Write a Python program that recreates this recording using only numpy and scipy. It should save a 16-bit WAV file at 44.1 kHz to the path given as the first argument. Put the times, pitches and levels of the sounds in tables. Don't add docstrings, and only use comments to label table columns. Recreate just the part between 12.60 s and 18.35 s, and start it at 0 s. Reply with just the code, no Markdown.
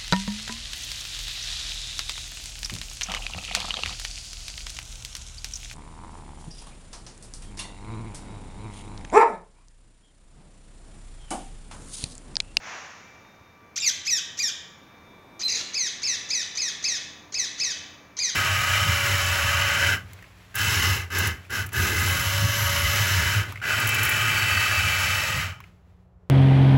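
import sys
import numpy as np
from scipy import signal
from scipy.fft import rfft, irfft
from scipy.io import wavfile
from scipy.ndimage import uniform_filter1d, map_coordinates

SR = 44100
rng = np.random.default_rng(int(sys.argv[2]) if len(sys.argv) > 2 else 0)


def store_pcm(level_fs):
    pcm = np.round(np.clip(level_fs, -1, 1) * 32767).astype(np.int16)
    wavfile.write(sys.argv[1], SR, np.atleast_2d(pcm).T)


N = 253575
TIME_S = np.arange(N) / SR

# f/Hz, density/dB
RUSH_SPECTRUM = [(200, -21), (450, -7.5), (700, -0.5), (1050, 1.5), (1400, 1), (1800, 2), (2700, -2.5),
                 (3100, -7.5), (4200, -12), (5000, -11), (5800, -5.5), (6900, -10.5), (8000, -33),
                 (15000, -52)]
RUSH_DB, RUSH_DECAY_DB_PER_S = -38.5, 43.5
RUSH_START_S, RUSH_ATTACK_S, RUSH_HOLD_S = -0.026, 0.097, 0.094

# f/Hz, density/dB
TOWN_SPECTRUM = [(20, -35), (40, -7), (60, -13.5), (80, 3), (102, 0), (122, -2.5), (170, -0.5), (300, -7),
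                 (900, -9), (2400, -12.5), (3100, -23.5), (4300, -25), (6500, -25), (8000, -43),
                 (15500, -32)]
TOWN_DB = -54
# f/Hz, density/dB
TRAFFIC_SPECTRUM = [(50, -9.5), (120, -5), (240, 5.5), (450, 1.5), (700, -1), (1100, -1.5), (2500, -31.5)]
TRAFFIC_DB = -62.5
# t/s, half length to 1/e/s, level added to the steady gain/dB
TRAFFIC_SWELLS = [(2.83, 0.42, -56.5), (4.4, 1, -64.5)]
# f/Hz, rms level/dB
MACHINE_WHINE = [(953, -70.5), (1168, -64), (2336, -63), (3505, -82)]
# start t/s, end t/s, f/Hz, rms level/dB
PASSING_TONES = [(.3, 1.038, 3670, -70), (2.1, 2.898, 3650, -66.5), (2.1, 2.9, 3390, -72.5),
                 (2.1, 2.9, 3994, -79), (4.35, 4.793, 301.7, -59.5), (4.794, 5.615, 296.4, -60)]

# f/Hz, gain/dB
FIRST_THROAT = [(300, -52), (1450, -17.5), (1850, -13.5), (2550, -10), (3100, -12), (4000, -10.5),
                (5000, -4), (5800, 4), (7200, -8.5), (8200, -22), (10000, -31), (11500, -21.5),
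                (13200, -31.5), (15500, -54)]
# f/Hz, gain/dB
SECOND_THROAT = [(300, -17), (1520, -22.5), (1850, -18), (2450, -15.5), (3100, -21), (4100, -12.5),
                 (4900, -5.5), (5400, -10), (6200, 0), (7400, -23), (10000, -30.5), (11000, -39),
                 (12000, -35), (15500, -49)]
# run (0 or 1), t/s, time to crest/s, crest f/Hz, level at end/dB, start level re end/dB
YELPS = [(0, 1.158, .045, 2633, -21, -14), (1, 2.791, .048, 2680, -14, -26)]
# t/s, length/s, f/Hz, fundamental's peak level/dB, second partial re fundamental/dB
WHISTLES = [(1.201, 0.0043, 3700, -30.5, 3), (1.208, .008, 3620, -37.5, 10),
            (2.832, .054, 4050, -26.5, -23)]
# run (0 or 1), t/s, length/s, base f/Hz, level/dB, loudest at (share of length),
# start roughness (0-1), roughness gained by end (0-1), warble rate at start f/Hz, at end f/Hz,
# warble depth (share of pitch), warble decay/s, throb (sign sets its sense)/dB
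RASPS = [ (0, 1.2159, .088, 2569, -18.5, 0.59, 0.08, 0.12, 97, 95, .17, .033, -3.5),
         (1, 2.88, .14, 2310, -20, 0.19, 0.07, 0.67, 54.93, 21.9, 0.202, 0.184, 4)]
# run (0 or 1), t/s, time to crest/s, drop from crest/s, length/s,
# crest f/Hz, shoulder f/Hz, level/dB, crest accent/dB, fade over slide/dB, base roughness (0-1)
SQUAWKS = [ (0, 1.448, .0435, .0125, 0.16, 2596, 1946, -19, -1, -7, 0.04),
           (0, 1.771, .043, .0125, 0.14, 2463, 1859, -21, 0, -6, 0.09),
           (1, 3.131, .0355, .013, 0.16, 2586, 2133, -18.5, 0.5, -5.5, 0.07),
           (1, 3.417, .038, 0.017, .150, 2665, 2081, -18, 1, -5.5, .1),
           (1, 3.687, .0405, .015, 0.15, 2585, 2032, -18.5, 1, -5.5, 0.07),
           (1, 3.950, .0464, .0204, .161, 2583, 2048, -18.5, 1, -5.5, 0.09),
           (1, 4.224, .0405, .0186, .160, 2586, 2007, -18.5, 2, -7, .1),
           (1, 4.721, .0455, .0162, .146, 2625, 2035, -18.5, 0, -6, 0.08),
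           (1, 4.977, .0457, .018, 0.16, 2577, 1988, -20, 3, -6, .1),
           (1, 5.566, .0458, .018, 0.15, 2470, 2052, -18, 0.5, -6.5, 0.09)]

SLACK_HZ, TAUT_HZ, SCOOP_S = 950, 1750, .03
CROAK_DB, SWELL_LEAD_S, SWELL_S = -16.5, .0245, .0019
ATTACK_S, RELEASE_S = .004, .024
SHOULDER_S, SAG_HZ_PER_S, PLUNGE_SHARE, PLUNGE_S = .03, 4500, .5, .0105
YELP_BREAK_S, YELP_RELEASE_S = 0.0093, 0.0046
RASP_FALL_SHARE, RASP_DROOP_DB, RASP_RELEASE_S = .43, -21, .005
SCOOP_ROUGH, PLUNGE_ROUGH, YELP_ROUGH = 0.55, 0.068, 0.044
EDGE_DB_PER_DB, PURE_DB = .4, -9.5

# delay t/s, level/dB
WALL_ECHOES = [(.0034, -13.5), (.0085, -10.5), (.019, -11), (.033, -13.5), (0.069, -18.5), (0.119, -22.5)]
# f/Hz, gain/dB
ECHO_COLOUR = [(1500, 0.5), (2500, -6.5), (3500, 9), (4500, 3.5), (6500, 1), (9000, -17), (14000, -30)]
# f/Hz, T60/s
COURT_T60 = [(500, 0.91), (2000, 0.82), (4000, 0.64), (6500, 0.66), (12000, 0.16)]
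# f/Hz, gain/dB
COURT_COLOUR = [(1000, 13.5), (2400, 2), (3000, 15.5), (3700, 10), (4500, -2.5), (5400, -6.5), (6000, -7),
                (6900, -1), (9000, 1.5), (14000, 0)]

TOP_HZ = 15800


def undb(db):
    return 10 ** (np.asarray(db) / 20)


def at_hz(points, hz):
    f, value = np.transpose(points)
    return np.interp(np.log(np.maximum(hz, 1)), np.log(f), value)


def noise(spectrum):
    gain = undb(at_hz(spectrum, np.fft.rfftfreq(N, 1 / SR)))
    x = irfft(rfft(rng.standard_normal(N)) * gain, N)
    return x / x.std()


def wander(rate_hz, size):
    steps = np.arange(size) / SR * rate_hz
    return map_coordinates(rng.standard_normal(8192), [steps], order=3, mode="wrap")


def add(out, start_s, x):
    i = int(start_s * SR)
    out[i:i + len(x)] += x[:max(N - i, 0)]


def rush(flicker_db=0.36):
    t = TIME_S - RUSH_START_S
    attack = np.clip(t / RUSH_ATTACK_S, 0, 1)
    decay_db = RUSH_DECAY_DB_PER_S * np.maximum(t - RUSH_ATTACK_S - RUSH_HOLD_S, 0)
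    level_db = RUSH_DB - decay_db + flicker_db * wander(60, N)
    return noise(RUSH_SPECTRUM) * attack * undb(level_db)


def far_tone(hz, db, drift_share, sway_db=2.5):
    phase = 2 * np.pi * np.cumsum(hz * (1 + drift_share * wander(90, N))) / SR
    return np.sqrt(2) * np.sin(phase) * undb(db + sway_db * wander(14, N))


def town(sway_db=0.76, fade_s=.12):
    out = noise(TOWN_SPECTRUM) * undb(TOWN_DB + sway_db * wander(3.34, N))
    swells = sum(undb(db) * np.exp(-((TIME_S - s) / half_s) ** 2) for s, half_s, db in TRAFFIC_SWELLS)
    out += noise(TRAFFIC_SPECTRUM) * (undb(TRAFFIC_DB) + swells)
    for hz, db in MACHINE_WHINE:
        out += far_tone(hz, db, drift_share=.002)
    for start_s, end_s, hz, db in PASSING_TONES:
        fade = np.clip(np.minimum(TIME_S - start_s, end_s - TIME_S) / fade_s, 0, 1)
        out += far_tone(hz, db, drift_share=0.00337) * fade
    return out


def syrinx(hz, db, rough, throat, jitter=0.1, shimmer=0.89, jitter_rate_hz=1300, hiss_db=-10,
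           waver=0.0074, flutter_db=1.79, pure_db=PURE_DB, edge_db_per_db=EDGE_DB_PER_DB, edge_hz=8000):
    size = len(hz)
    hz = uniform_filter1d(hz, size=160) * (1 + waver * wander(213.0, size))
    jittered_hz = hz * (1 + jitter * rough * wander(jitter_rate_hz, size))
    phase = 2 * np.pi * np.cumsum(jittered_hz) / SR
    upper_db = pure_db * np.clip((hz - 2200) / 350, 0, 1)
    top_db = edge_db_per_db * (db - db.max() - 2.5)
    tone = np.zeros(size)
    for k in np.arange(1, 13):
        gain_db = at_hz(throat, k * hz) + upper_db * (k > 2) + top_db * (k * hz > edge_hz)
        tone += undb(gain_db) * np.sin(k * phase) * (k * hz < SR / 2)
    throat_gain = undb(at_hz(throat, np.fft.rfftfreq(size, 1 / SR)))
    air = irfft(rfft(rng.standard_normal(size)) * throat_gain, size)
    pressure = undb(db + flutter_db * wander(157.0, size))
    shimmering = tone * (1 + shimmer * rough * wander(700, size))
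    hiss = undb(hiss_db) * rough * air / air.std()
    return pressure * (shimmering + hiss)


def scoop_hz(t, crest_s, crest_hz):
    return SLACK_HZ + (crest_hz - SLACK_HZ) * np.exp(-(np.abs(crest_s - t) / SCOOP_S) ** 3)


def swell_db(t, crest_s):
    return CROAK_DB * (1 - np.tanh((t - crest_s + SWELL_LEAD_S) / (2 * SWELL_S))) / 2


def gate_db(t, release_s):
    gain = np.minimum(t / ATTACK_S, (t[-1] - t) / release_s)
    return 20 * np.log10(np.clip(gain, 1e-3, 1))


def croak(hz):
    return np.clip((TAUT_HZ - hz) / (TAUT_HZ - SLACK_HZ), 0, 1)


def yelp(throat, crest_s, crest_hz, db, start_db):
    t = np.arange(0, crest_s - YELP_BREAK_S, 1 / SR)
    hz = scoop_hz(t, crest_s, crest_hz)
    level_db = db + start_db * (1 - t / t[-1]) + gate_db(t, YELP_RELEASE_S)
    return syrinx(hz, level_db, YELP_ROUGH + SCOOP_ROUGH * croak(hz), throat)


def whistles(waver=0.015, third_db=-26, edge_s=0.0013):
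    out = np.zeros(N)
    for start_s, length_s, hz, db, second_db in WHISTLES:
        t = np.arange(0, length_s, 1 / SR)
        phase = 2 * np.pi * np.cumsum(hz * (1 + waver * wander(250, len(t)))) / SR
        tone = np.sin(phase) + undb(second_db) * np.sin(2 * phase) + undb(third_db) * np.sin(3 * phase)
        fade = np.clip(np.minimum(t, length_s - t) / edge_s, 0, 1)
        add(out, start_s, undb(db) * tone * fade)
    return out


def rasp(throat, length_s, hz, db, loudest, rough, rough_gain, first_rate_hz, last_rate_hz, depth,
         decay_s, throb_db, quiver=.15, quiver_rate_hz=380):
    t = np.arange(0, length_s, 1 / SR)
    done = t / length_s
    rate_hz = first_rate_hz + (last_rate_hz - first_rate_hz) * done
    turn = 2 * np.pi * np.cumsum(rate_hz) / SR
    warble = np.exp(-t / decay_s)
    swing = depth * warble * (quiver * wander(quiver_rate_hz, len(t)) - np.cos(turn))
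    pitch_hz = hz * (1 - RASP_FALL_SHARE * done ** 2) * (1 + swing)
    throb = throb_db * warble * np.sin(turn - np.pi / 4)
    level_db = db + RASP_DROOP_DB * (done - loudest) ** 2 + throb + gate_db(t, RASP_RELEASE_S)
    return syrinx(pitch_hz, level_db, rough + rough_gain * done ** 2, throat,
                  edge_db_per_db=0.2, pure_db=-6.5, hiss_db=-10.5)


def squawk(throat, crest_s, drop_s, length_s, crest_hz, shoulder_hz, db, accent_db, fade_db, rough):
    t = np.arange(0, length_s, 1 / SR)
    past_s = np.maximum(t - crest_s, 0)
    arch = np.exp(-(past_s / drop_s) ** 2)
    slide_hz = shoulder_hz - SAG_HZ_PER_S * (past_s - SHOULDER_S)
    fall_hz = slide_hz + (crest_hz - slide_hz) * arch
    hz = np.where(t < crest_s, scoop_hz(t, crest_s, crest_hz), fall_hz)
    hz = hz * (1 - PLUNGE_SHARE * np.exp((t - length_s) / PLUNGE_S))
    level_db = db + swell_db(t, crest_s) + accent_db * arch
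    level_db += fade_db * past_s / past_s[-1] + gate_db(t, RELEASE_S)
    slack_rough = np.where(t < crest_s, SCOOP_ROUGH, PLUNGE_ROUGH) * croak(hz)
    return syrinx(hz, level_db, rough + slack_rough, throat)


def calls(throat, order):
    out = np.zeros(N)
    for voice, table in (yelp, YELPS), (rasp, RASPS), (squawk, SQUAWKS):
        for run, start_s, *shape in table:
            if round(run) == order:
                add(out, start_s, voice(throat, *shape))
    return out


def courtyard(x, late_db, early_db, echo_db, early_s=0.019, build_s=0.037):
    t = TIME_S[:SR]
    hz = np.fft.rfftfreq(SR, 1 / SR)
    grain = rfft(rng.standard_normal(SR)) * undb(at_hz(COURT_COLOUR, hz))
    walls = np.zeros(SR)
    for delay_s, db in WALL_ECHOES:
        walls[int(delay_s * SR)] += undb(db + echo_db)
    response = irfft(rfft(walls) * undb(at_hz(ECHO_COLOUR, hz)), SR)
    early = np.exp(-t / early_s)
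    early_shape = undb(early_db) * early / np.linalg.norm(early)
    edges_hz = np.r_[0, np.geomspace(1000, SR / 2, 12)]
    for lo, hi in zip(edges_hz, edges_hz[1:]):
        t60_s = at_hz(COURT_T60, (lo + hi) / 2)
        late = np.exp(-np.log(1000) * t / t60_s) * (1 - np.exp(-t / build_s))
        late_shape = undb(late_db) * late / np.linalg.norm(late)
        band = irfft(grain * (hz >= lo) * (hz < hi), SR)
        response += np.hypot(late_shape, early_shape) * band
    return x + signal.fftconvolve(x, response)[:N]


def scene():
    birds = courtyard(calls(FIRST_THROAT, order=0), late_db=-9.5, early_db=-9.5, echo_db=-3.5)
    second_run = calls(SECOND_THROAT, order=1) + whistles()
    birds += courtyard(second_run, late_db=-4.5, early_db=-7.5, echo_db=-1.5)
    return (birds + town() + rush())[None]


def record(dry):
    low_pass = signal.ellip(10, .2, 80, TOP_HZ, fs=SR, output="sos")
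    return signal.sosfilt(low_pass, dry)


dry = scene()
out = record(dry)
store_pcm(out)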